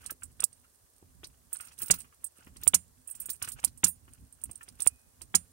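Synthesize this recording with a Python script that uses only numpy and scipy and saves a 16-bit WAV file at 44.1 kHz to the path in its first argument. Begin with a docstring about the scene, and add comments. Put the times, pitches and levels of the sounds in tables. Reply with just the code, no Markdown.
"""In a car footwell, next to the relays under the dashboard, an ignition key is turned back and forth.
Relays pull in with a bright snap and short steel ring, or drop out with a fuller clack, panel thump and singing spring.
The lock knocks softly and the key bunch jangles as the hand turns; a faint rumble and hiss lie underneath.
Blows are shaped noise for the scattered impact plus decaying sine modes; hiss, rumble and skin rub are steady noise."""
import sys
import numpy as np
from scipy import signal
from scipy.fft import rfft, irfft, next_fast_len
from scipy.io import wavfile

SR = 44100
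rng = np.random.default_rng(int(sys.argv[2]) if len(sys.argv) > 2 else 0)


def dump(signal):
    """Clip the signal to [-1, 1] and save it as 16-bit WAV at the path in sys.argv[1]."""
    limited = np.clip(np.atleast_2d(signal).T, -1, 1)
    pcm = np.round(limited * 32767).astype(np.int16)
    wavfile.write(sys.argv[1], SR, pcm)


N = 243811
SIZE = 16384  # samples in one hit with its tail
AGE = np.arange(SIZE) / SR  # seconds since the blow

# Background hiss and cabin rumble, relative spectra: (frequency [Hz], level [dB])
HISS_SPECTRUM = [(180, -38.5), (300, -6), (440, -1.5), (624, -3), (885, -6.5), (1170, -7), (1340, -13.5),
                 (1750, -10), (2740, -23.5), (3460, -13), (4910, -10.5), (9090, -4), (16000, -12)]
RUMBLE_SPECTRUM = [(12, -56.5), (20, -29), (39, -5.5), (70, 4), (107, -3), (216, -13), (255, -5.5),
                   (323, -26), (400, -24.5), (520, -57.5), (880, -120)]
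# Hiss, left channel against right: (frequency [Hz], level [dB])
HISS_SIDE = [(60, -6), (130, -9), (290, 2.5), (640, -2.5), (1410, 2), (3100, 1.5), (6820, -3.5),
             (15000, -0.5)]
# Swell of the rumble, before the channel gains: (time [s], level [dB])
RUMBLE_SWELL = [(0.0, -65.5), (0.34, -63.5), (0.57, -72.5), (0.8, -74.5), (1.08, -68), (1.23, -67),
                (1.59, -71), (1.77, -70), (1.97, -65), (2.22, -73.5), (2.4, -70.5), (2.63, -59),
                (2.86, -68), (3.08, -70.5), (3.51, -62.5), (3.79, -65.5), (4.11, -68), (4.74, -67.5),
                (5.1, -74), (5.27, -70), (5.42, -63.5), (5.53, -70.5)]
# Rumble gain, one row each for left and right: (gain [dB])
RUMBLE_CHANNEL_DB = [
    [3],
    [8],
]
HISS_DB = -66

# The hand stirs the bunch: (full strength from [s], hold [s], jingle level [dB], finger rub level [dB])
HAND_MOVES = [(0.026, 0.08, -60, -59.5), (1.552, 0.18, -54, -62.5), (1.801, 0.076, -41.5, -55.5),
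              (1.876, 0.045, -50, -55), (1.984, 0.035, -49.5, -60), (2.382, 0.083, -62, -64.5),
              (2.623, 0.08, -52.5, -60.5), (3.068, 0.15, -54, -70), (3.205, .15, -50, -64),
              (3.422, 0.042, -50, -57.5), (3.58, 0.092, -54, -58.5), (4.132, 0.064, -58, -69),
              (4.4, 0.26, -69.5, -73), (4.613, 0.19, -65.5, -72), (4.802, 0.085, -53, -60.5)]
# Skin on plastic, relative spectrum: (frequency [Hz], level [dB])
SKIN_SPECTRUM = [(200, -9), (650, -7.5), (1100, -1.5), (2000, -5), (2800, -0.5), (3600, -12), (7000, -6),
                 (15000, -22)]
STIR_ATTACK_S, STIR_T60_S = 0.0285, 0.14  # how fast a move builds and settles
RESTING_JINGLE_DB, RESTING_RUB_DB = -69.5, -78.5  # the hand just holds the key
CHATTER_DB, SKIN_DB = -6.5, -0.5  # balance within the finger rub

# Lock barrel and fob knock: (time [s], knock level [dB], thud level [dB])
LOCK_KNOCKS = [(0.056, -60, -67), (0.102, -43.5, -69), (0.122, -84, -51), (0.227, -49.5, -72),
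               (0.406, -50.5, -61), (0.426, -46.5, -60), (0.649, -64, -93), (1.031, -75, -54.5),
               (1.238, -51, -52), (1.559, -54, -78), (1.605, -45.5, -64.5), (1.639, -54.5, -92),
               (1.68, -57, -85), (1.809, -52, -70), (1.834, -54.5, -53.5), (1.94, -42.5, -52.5),
               (2.05, -57, -71), (2.131, -61.5, -84), (2.392, -72.5, -61.5), (2.475, -54, -52),
               (2.566, -61, -58.5), (2.631, -58, -58), (3.292, -52.5, -54), (3.424, -41.5, -48.5),
               (3.444, -41.5, -65), (3.481, -42.5, -50.5), (3.636, -50, -60), (3.677, -62, -58),
               (3.866, -43.5, -50), (4.085, -58, -61.5), (4.499, -59, -54), (4.615, -48.5, -87),
               (4.626, -60, -91), (4.685, -58.5, -61), (4.8, -58.5, -58), (5.219, -58, -58)]
# Knock on hollow plastic and thud in the column, relative spectra: (frequency [Hz], level [dB])
KNOCK_SPECTRUM = [(200, -28.5), (700, -12.5), (1100, 5.5), (1400, -5.5), (2000, 2), (2900, 1), (3800, -17),
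                  (7000, -10)]
THUD_SPECTRUM = [(30, -16), (80, 4.5), (170, -3), (290, -3), (500, -8.5), (900, -14), (2500, -42)]
# Modes of the hollow shroud: (frequency [Hz], relative level [dB], decay t60 [s])
SHROUD_MODES = [(1150, -4, .05), (1290, -1, .06), (1410, 0, .065), (1560, -3, .05), (1690, -7, .05),
                (2520, -8, .04), (2820, -5, .045)]
# A light tap lets the shroud ring, a thudding push damps it: (knock minus thud [dB], ring against knock [dB])
SHROUD_RING = [(0, -6.5), (15, 0.5), (30, 5.5)]

# A key strikes its neighbours or the column shroud:
# (time [s], level [dB], dull clack tilt [dB], sparkle tilt [dB], choking t60 [s])
KEY_HITS = [(0.061, -33.5, 5, -8, .11), (0.106, -32, 2, 2, 0.063), (0.233, -35, -6.5, -9, 0.1),
            (0.403, -26.5, 3, -9, 0.028), (0.528, -49, 2.5, -13, 0.08), (1.243, -42, 23, -7, 0.23),
            (1.269, -47.5, -2, -2, 0.057), (1.529, -27, -14.5, -5.5, 0.15), (1.558, -47, 10, -12, .06),
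            (1.568, -36, -20, -26, 0.041), (1.607, -37, 2.5, -2, 0.23), (1.653, -47.5, -2, 1, .27),
            (1.682, -52, 16, -5, 0.37), (1.795, -42, -9, 6, .16), (1.818, -28, -3.5, 5, .33),
            (1.833, -39, 2, 6, 0.39), (1.862, -39, 5, 15, 0.24), (1.939, -32, 9, 2, 0.3),
            (1.986, -40.5, -7, 4, 0.19), (2.005, -43.5, 3, -3, 0.61), (2.242, -28, -13.5, -1.5, .075),
            (2.267, -41, -9, -20, 0.061), (2.567, -46.5, 10.5, -10, 0.082), (2.634, -33, 9.5, 6.5, 0.067),
            (2.656, -46, 0, 8, .17), (3.074, -36.5, -42, -8.5, .36), (3.099, -40, -19, 4, .17),
            (3.11, -33, -40, -11, 0.16), (3.151, -41.5, -3.5, -2, 0.17), (3.2, -32, -9, 5, 0.51),
            (3.216, -36.5, -13, -13, .35), (3.257, -33.5, -17, 0, 0.094), (3.292, -37, 6, -12, 0.29),
            (3.3, -27.5, 3.5, 5.5, 0.49), (3.314, -39, -6, -4, 0.35), (3.331, -38, -14, -13, 0.35),
            (3.424, -27.5, 7, -3, 0.063), (3.446, -42, 20, 1, 0.14), (3.474, -43, 4, -2, .15),
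            (3.486, -32.5, 1, 1, .15), (3.518, -35, 1.5, 4, 0.092), (3.531, -43.5, 4, 2, 0.08),
            (3.64, -30.5, 0, -10, .19), (3.676, -46.5, 14, -8, .24), (3.775, -46.5, -5, -8, 0.27),
            (3.867, -28.5, 5, 1, 0.58), (3.88, -24.5, -17, -0.5, 1), (4.325, -47, -15, -7, .08),
            (4.414, -50.5, -4, -7.5, 0.16), (4.437, -28.5, -27, -8, 0.045), (4.512, -37.5, -4, -9, 0.041),
            (4.555, -39, -4.5, -10, .085), (4.63, -44, -5, -5, 0.096), (4.686, -44, 13, -4, 0.055),
            (4.803, -31, 4, -3.5, 0.1), (4.82, -23.5, -6.5, -8, 0.052), (4.859, -34.5, 4.5, 0, .15),
            (5.217, -39, 6, -5.5, 0.16)]
# Modes of the big keys: (frequency [Hz], relative level [dB], decay t60 [s])
KEY_MODES = [(5555, -25, .08), (7170, -16, .08), (7375, -17, .08), (7690, -19, .1), (7990, -11, .1),
             (8530, -2, .085), (8650, -2, .08), (8930, -8, .09), (9160, -8, .075), (9400, -13, .07),
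             (9550, -7, .15), (10620, -13, .11), (11110, -20, .08), (11600, -7, .1), (12770, -20, .07),
             (13410, -10, .055), (14070, -24, .08), (14800, -12, .14), (15115, -23, .09), (15670, -4, .06)]
# Clink of touching keys, relative spectrum: (frequency [Hz], level [dB])
CLINK_SPECTRUM = [(200, -30), (700, -29), (1400, -25), (2300, -28.5), (4500, -20.5), (6500, -16),
                  (7700, -17), (8900, 1), (10200, -11), (11700, -18), (13000, -20.5), (15500, -24),
                  (16300, -22)]
# Keys, lock and hand, left channel against right: (frequency [Hz], level [dB])
KEY_SIDE = [(300, -1), (1400, -4), (4000, 0.5), (7000, -5.5), (9000, -24), (12000, -7), (15000, -7)]
REBOUND_S, REBOUND_SPREAD, REBOUND_LOSS_DB = 0.015, 0.4, 14.5  # a struck key falls back once; spread is a share

# Relays pull in: (time [s], snap level [dB], armature ring against snap [dB], tap level [dB])
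PULL_INS = [(0.44, -15, -6, -41), (2.677, -11.5, 3.5, -33), (3.6468, -15, -7, -37.5),
            (4.8729, -16.5, 7.5, -30.5)]
# Bright snap and sharp tap, relative spectra: (frequency [Hz], level [dB])
SNAP_SPECTRUM = [(1500, -51.5), (3500, -25), (4800, -17.5), (6300, -17), (7100, -8), (7700, -1.5),
                 (9000, -4), (9700, -2.5), (10600, -6), (11700, -9.5), (12700, -17.5), (13800, -19),
                 (15400, -8.5), (16200, -29.5)]
TAP_SPECTRUM = [(40, -2.5), (100, 8), (250, -3.5), (1300, 1.5), (1700, -13.5), (2300, -4.5), (3100, -10.5),
                (3800, -32.5), (6000, -40.5)]
# Modes of the steel armature: (frequency [Hz], relative level [dB], decay t60 [s])
ARMATURE_MODES = [(8750, -6, .024), (9110, 0, .027), (9420, -11, .024)]
# Pull-in, left channel against right: (frequency [Hz], level [dB])
PULL_IN_SIDE = [(200, -26.5), (3000, -19), (5000, -19), (9000, -27.5), (15000, -20)]

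# Relays drop out: (time [s], clack level [dB], panel thump level [dB], spring level [dB], deep boom gain [dB])
DROP_OUTS = [(1.9073, -11.5, -34.5, -61.5, -47.5), (2.742, -11, -35.5, -36.5, -62),
             (3.8396, -11.5, -34, -32.5, -53.5), (5.349, -12.5, -36, -37, -69)]
# Clack of the falling armatures, relative spectrum: (frequency [Hz], level [dB])
CLACK_SPECTRUM = [(60, -26), (200, -14.5), (900, -16.5), (2200, -15), (3300, -16), (4500, -11.5),
                  (5700, -11.5), (7000, 0), (8000, -1.5), (9400, -0.5), (10500, -7.5), (12800, -18),
                  (14800, -11), (16200, -24)]
# Modes of relay cases, panel, return spring and whole dashboard:
# (frequency [Hz], relative level [dB], decay t60 [s])
CASE_MODES = [(900, -16, .025), (1020, -14, .02), (1340, -17, .03), (2250, -20, .03), (2800, -18, .035),
              (4250, -17, .03), (5485, -11, .035), (5715, -13, .03), (5930, -15, .025), (6290, -11, .035),
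              (6530, -6, .026), (6868, -2, .028), (7400, -2, .03), (7805, -4, .03), (8255, -4, .032),
              (8770, 0, .035), (9610, 0, .032), (10450, -1, .035), (11670, -10, .04)]
PANEL_MODES = [(83.6, -13.5, 0.38), (130, -5.5, 0.087), (174.4, -3, 0.17), (205, -5.5, 0.11),
               (273, -7, 0.094), (448, -3, 0.039), (826, -3.5, 0.03)]
SPRING_MODES = [(6735, -20, .26), (7165, -22, .25), (7499, -23, .35), (8549, -6, .16), (8900, -10, .16),
                (9351, 0, .19), (9566, -10, .16), (9725, -15, .14), (13720, -29, .35)]
DASHBOARD_MODES = [(34, -2, .2), (60, 0, 0.31)]
# Drop-out, left channel against right: (frequency [Hz], level [dB])
DROP_OUT_SIDE = [(150, -8), (700, -5.5), (1300, -2.5), (3000, -3.5), (5500, -5), (7000, -11.5),
                 (9000, -17.5), (12000, -7), (15000, -6)]

# The swinging bunch sets the wire key ring singing faintly
WIRE_S, WIRE_HZ, WIRE_DB, WIRE_T60_S = 4.9, 2510, -71.5, 0.77

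# Two output bands: how far the lower one leads, where they cross, and the top cutoff
LOW_BAND_LEAD_S, SPLIT_HZ, CUTOFF_HZ = 0.0064, 3750, 15900


def from_db(db):
    """Decibels to an amplitude factor."""
    return 10 ** (np.asarray(db) / 20)


def at_hz(points, hz):
    """A spectrum read on a log-frequency axis."""
    point_hz, point_db = np.transpose(points)
    return np.interp(np.log(hz + 1e-9), np.log(point_hz), point_db)


def in_time(rows):
    """The columns of a curve at every sample."""
    s, *columns = np.transpose(rows)
    return [np.interp(np.arange(N) / SR, s, column) for column in columns]


def add(out, s, sound):
    """Mix a stereo sound in from time s."""
    i = max(round(s * SR), 0)
    out[:, i:i + SIZE] += sound[:, :N - i]


def colour(x, spectrum):
    """Causal (minimum-phase) filter with the given spectrum, by folding its cepstrum."""
    n = next_fast_len(x.shape[-1] + SIZE, True) // 2 * 2
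    gain = from_db(at_hz(spectrum, np.fft.rfftfreq(n, 1 / SR)))
    cepstrum = irfft(np.log(gain))
    cepstrum[1:n // 2] *= 2
    cepstrum[n // 2 + 1:] = 0
    response = np.exp(rfft(cepstrum))
    return irfft(rfft(x, n) * response, n)[..., :x.shape[-1]]


def split(x, kind):
    """The part of a sound below ("low") or above ("high") a steep crossover."""
    n = next_fast_len(x.shape[-1] + 2048, True)
    hz = np.fft.rfftfreq(n, 1 / SR)
    high_share = np.clip(0.5 + (hz - SPLIT_HZ) / 400, 0, 1)
    high = irfft(rfft(x, n) * high_share, n)[..., :x.shape[-1]]
    return high if kind == "high" else x - high


def at_level(x, db):
    """Set the rms of a hit's first 10 ms in the right channel."""
    rms = np.sqrt(np.mean(x[-1, :SR // 100] ** 2) + 1e-20)
    return x * from_db(db) / rms


def placed(x, side):
    """Colour the left channel, which is shaded from the source."""
    return np.array([colour(x[0], side), x[1]])


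def noise_pair(alike, size):
    """Two noises with the given correlation; the left leads by 16 samples."""
    mid, side = rng.standard_normal((2, size))
    c = np.clip(alike, 0, 1)
    shared = np.sqrt((1 + c) / 2) * mid
    apart = np.sqrt((1 - c) / 2) * side
    return np.array([np.roll(shared + apart, -16), shared - apart])


def scatter(rise_s, t60, tail_db, tail_t60, alike):
    """A blow arrives as dense reflections from panels and pedals, then a faint cabin tail."""
    swell = np.sin(np.pi / 2 * np.minimum(AGE / max(rise_s, 1e-5), 1)) ** 1.5
    late = np.maximum(AGE - rise_s, 0)
    decay = from_db(-60 * late / t60) + from_db(tail_db - 60 * late / tail_t60)
    return noise_pair(alike, size=SIZE) * swell * decay


def ring(modes, vary_db, detune, rise_s):
    """Struck modes, each with a new strength on every blow and its own phase in each channel."""
    hz, db, t60 = np.transpose(modes)
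    hz = hz * (1 + detune * rng.standard_normal(len(hz)))
    strengths = from_db(db + vary_db * rng.standard_normal(len(hz)))
    phases = np.exp(2j * np.pi * rng.random((2, len(hz))))
    age = AGE[AGE < t60.max()]
    waves = np.exp(np.outer(2j * np.pi * hz - np.log(1000) / t60, age))  # ln 1000 is 60 dB
    sound = ((strengths * phases) @ waves).imag * (1 - np.exp(-age / rise_s))
    return np.pad(sound, [(0, 0), (0, SIZE - len(age))])


def steady(spectrum, alike, grain_db, count):
    """Coloured stereo noise of rms 1; its strength glides through count random levels a second."""
    points = N * count // SR + 2
    grains = np.interp(np.arange(N) * count / SR, np.arange(points), rng.standard_normal(points))
    x = colour(noise_pair(alike, size=N) * from_db(grain_db * grains), spectrum)
    return x / x.std()


def background():
    """Hiss and cabin rumble: coloured noises, the rumble uneven and following its swell."""
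    hiss = placed(steady(HISS_SPECTRUM, alike=0.035, grain_db=1.0, count=1), HISS_SIDE)
    swell_db, = in_time(RUMBLE_SWELL)
    rumble = steady(RUMBLE_SPECTRUM, alike=0.55, grain_db=5.0, count=25)
    return from_db(HISS_DB) * hiss + from_db(swell_db + RUMBLE_CHANNEL_DB) * rumble


def stirring():
    """Gains of the jingle and the finger rub: each move builds, holds and settles back to rest."""
    t = np.arange(N) / SR
    jingling, rubbing = from_db(RESTING_JINGLE_DB), from_db(RESTING_RUB_DB)
    for s, hold_s, jingle_db, rub_db in HAND_MOVES:
        build = np.clip(1 + (t - s) / STIR_ATTACK_S, 0, 1)
        settle = from_db(-60 * np.maximum(t - s - hold_s, 0) / STIR_T60_S)
        jingling = np.maximum(jingling, build * settle * from_db(jingle_db))
        rubbing = np.maximum(rubbing, build * settle * from_db(rub_db))
    return jingling, rubbing


def key_ring():
    """The bunch rings once: big-key modes in a new balance, plus overtones of whichever small parts met."""
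    overtone_hz = np.concatenate([rng.uniform(9500, 15800, size=7), rng.uniform(6800, 9500, size=3)])
    overtones = [(hz, -14, 0.07) for hz in overtone_hz]
    return ring(KEY_MODES + overtones, vary_db=5, detune=0.002, rise_s=0.002)


def jingle(per_s):
    """Many tiny, quickly choked touches, per_s a second in each of six layers; right channel rms 1."""
    out = 0
    for _ in range(6):
        touches = (rng.random(N) < per_s / SR) * rng.standard_normal(N)
        burst = scatter(rise_s=0.0019, t60=0.025, tail_db=-32.0, tail_t60=0.08, alike=0.23)
        clink = colour(burst, CLINK_SPECTRUM)
        touch = at_level(clink, 0) + at_level(key_ring(), 0)
        touch = touch * from_db(-60 * AGE / 0.08)
        out = out + signal.oaconvolve(touches[None], touch, axes=1)[:, :N]
    return out / out[1].std()


def chatter(per_s):
    """The fob taps the hollow shroud, per_s times a second in each of four layers; right channel rms 1."""
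    out = 0
    for _ in range(4):
        taps = (rng.random(N) < per_s / SR) * rng.standard_normal(N)
        shroud = ring(SHROUD_MODES, vary_db=3, detune=0.02, rise_s=0.002)
        out = out + signal.oaconvolve(taps[None], shroud, axes=1)[:, :N]
    return out / out[1].std()


def hand():
    """Keys stir, the fob chatters and fingers rub on the column: dense small touches and grainy noise."""
    jingling, rubbing = stirring()
    skin = steady(SKIN_SPECTRUM, alike=0.37, grain_db=6.5, count=120)
    rub = from_db(CHATTER_DB) * chatter(per_s=36) + from_db(SKIN_DB) * skin
    return placed(jingling * jingle(per_s=19) + rubbing * rub, KEY_SIDE)


def lock():
    """Hollow plastic knocks from the lock barrel, with a thud through the steering column."""
    out = np.zeros((2, N))
    for s, knock_db, thud_db in LOCK_KNOCKS:
        burst = scatter(rise_s=0.00033, t60=0.09, tail_db=-28.0, tail_t60=0.13, alike=0.046)
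        shroud = ring(SHROUD_MODES, vary_db=4, detune=0.03, rise_s=0.002)
        ring_db = np.interp(knock_db - thud_db, *np.transpose(SHROUD_RING))
        knock = at_level(colour(burst, KNOCK_SPECTRUM), 0) + at_level(shroud, ring_db)
        push = scatter(rise_s=0.0032, t60=0.015, tail_db=-13, tail_t60=0.17, alike=1.0)
        thud = colour(push, THUD_SPECTRUM)
        add(out, s, at_level(knock, knock_db) + at_level(thud, thud_db))
    return placed(out, KEY_SIDE)


def key_touch(db, clack_db, sparkle_db, choke_t60):
    """A scattered clink plus the keys' own modes, choked as the keys settle against each other."""
    burst = scatter(rise_s=0.002, t60=0.055, tail_db=-27, tail_t60=0.12, alike=0.15)
    clink = colour(burst, CLINK_SPECTRUM)
    # a key that clacks against plastic rings less
    free_db = np.clip(2.5 - 0.35 * clack_db, -8, 5)
    touch = at_level(clink, 0) + at_level(key_ring(), free_db)
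    touch = touch * from_db(-60 * np.maximum(AGE - 0.004, 0) / choke_t60)
    # (frequency [Hz], level [dB])
    tilt = [(1500, 0.25 * clack_db), (4000, 0.94 * clack_db), (6300, 0.57 * clack_db),
            (7800, 0.011), (10300, 0), (12000, sparkle_db)]
    return at_level(colour(touch, tilt), db)


def keys():
    """Each key that strikes falls back and rebounds once, more softly."""
    out = np.zeros((2, N))
    for s, db, *manner in KEY_HITS:
        add(out, s - 0.0005, key_touch(db, *manner))
        flight_s = REBOUND_S * (1 + REBOUND_SPREAD * rng.uniform(-1.1, 1))
        add(out, s + flight_s, key_touch(db - REBOUND_LOSS_DB, *manner))
    return placed(out, KEY_SIDE)


def pull_in():
    """The armature slams on the core: one sharp tap, a bright snap and a short steel ring."""
    out = np.zeros((2, N))
    for s, snap_db, ring_db, tap_db in PULL_INS:
        snap = scatter(rise_s=0.0004, t60=0.026, tail_db=-27, tail_t60=0.085, alike=0.64)
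        snap[:, 0] += 6.0  # the direct sound, ahead of the reflections
        tap = scatter(rise_s=0.0003, t60=0.01, tail_db=-12.5, tail_t60=0.046, alike=0.23)
        tap[:, 0] += 20
        steel = ring(ARMATURE_MODES, vary_db=2.0, detune=0.0023, rise_s=0.0013)
        # the contacts meet just before the core
        graze = scatter(rise_s=0.00042, t60=0.02, tail_db=-38, tail_t60=0.05, alike=0.4)
        add(out, s - 0.003, at_level(colour(graze, SNAP_SPECTRUM), snap_db - 21.5))
        add(out, s, at_level(colour(snap, SNAP_SPECTRUM), snap_db))
        add(out, s, at_level(steel, snap_db + ring_db))
        add(out, s, at_level(colour(tap, TAP_SPECTRUM), tap_db))
    return placed(out, PULL_IN_SIDE)


def drop_out():
    """Armatures fall back in one dense clack and rattle their cases; the panel booms and a spring sings on."""
    out = np.zeros((2, N))
    for s, clack_db, thump_db, spring_db, boom_db in DROP_OUTS:
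        bright = scatter(rise_s=0.0075, t60=0.025, tail_db=-27, tail_t60=0.13, alike=0.5)
        dull = scatter(rise_s=0.002, t60=0.062, tail_db=-28, tail_t60=0.21, alike=0.37)
        burst = split(dull, "low") * from_db(-2.57) + split(bright, "high")
        add(out, s - 0.0012, at_level(colour(burst, CLACK_SPECTRUM), clack_db))
        case = ring(CASE_MODES, vary_db=1.8, detune=0.004, rise_s=0.004)
        add(out, s + 0.004, at_level(case, clack_db - 6))
        # [[1, 1]]: long waves reach both channels alike
        panel = ring(PANEL_MODES, vary_db=0.14, detune=0.005, rise_s=0.0016)[[1, 1]]
        add(out, s + 0.002, at_level(panel, thump_db))
        spring = ring(SPRING_MODES, vary_db=1.5, detune=0.0002, rise_s=0.002)
        add(out, s + 0.005, at_level(spring, spring_db))
        boom = ring(DASHBOARD_MODES, vary_db=2.0, detune=0.02, rise_s=0.003)[[1, 1]]
        add(out, s, from_db(boom_db) * boom)
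    return placed(out, DROP_OUT_SIDE)


def key_wire():
    """One thin, slowly decaying tone from the wire ring that holds the keys."""
    out = np.zeros((2, N))
    tone = ring([(WIRE_HZ, 0, WIRE_T60_S)], vary_db=0, detune=0, rise_s=0.0027)
    add(out, WIRE_S, at_level(tone, WIRE_DB))
    return out


def scene():
    """Relays, keys, lock and hand over the quiet cabin."""
    return background() + hand() + lock() + keys() + pull_in() + drop_out() + key_wire()


def record(dry):
    """The lower band comes a few milliseconds ahead of the treble; peaks are rounded and the top is cut."""
    lead = round(LOW_BAND_LEAD_S * SR)
    low = np.pad(split(dry, "low")[:, lead:], [(0, 0), (0, lead)], "reflect")
    ceiling = 0.72
    rounded = ceiling * np.tanh((low + split(dry, "high")) / ceiling)
    top_cut = signal.ellip(10, 0.3, 80, CUTOFF_HZ, fs=SR, output="sos")
    return signal.sosfilt(top_cut, rounded)


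dry = scene()
out = record(dry)
dump(out)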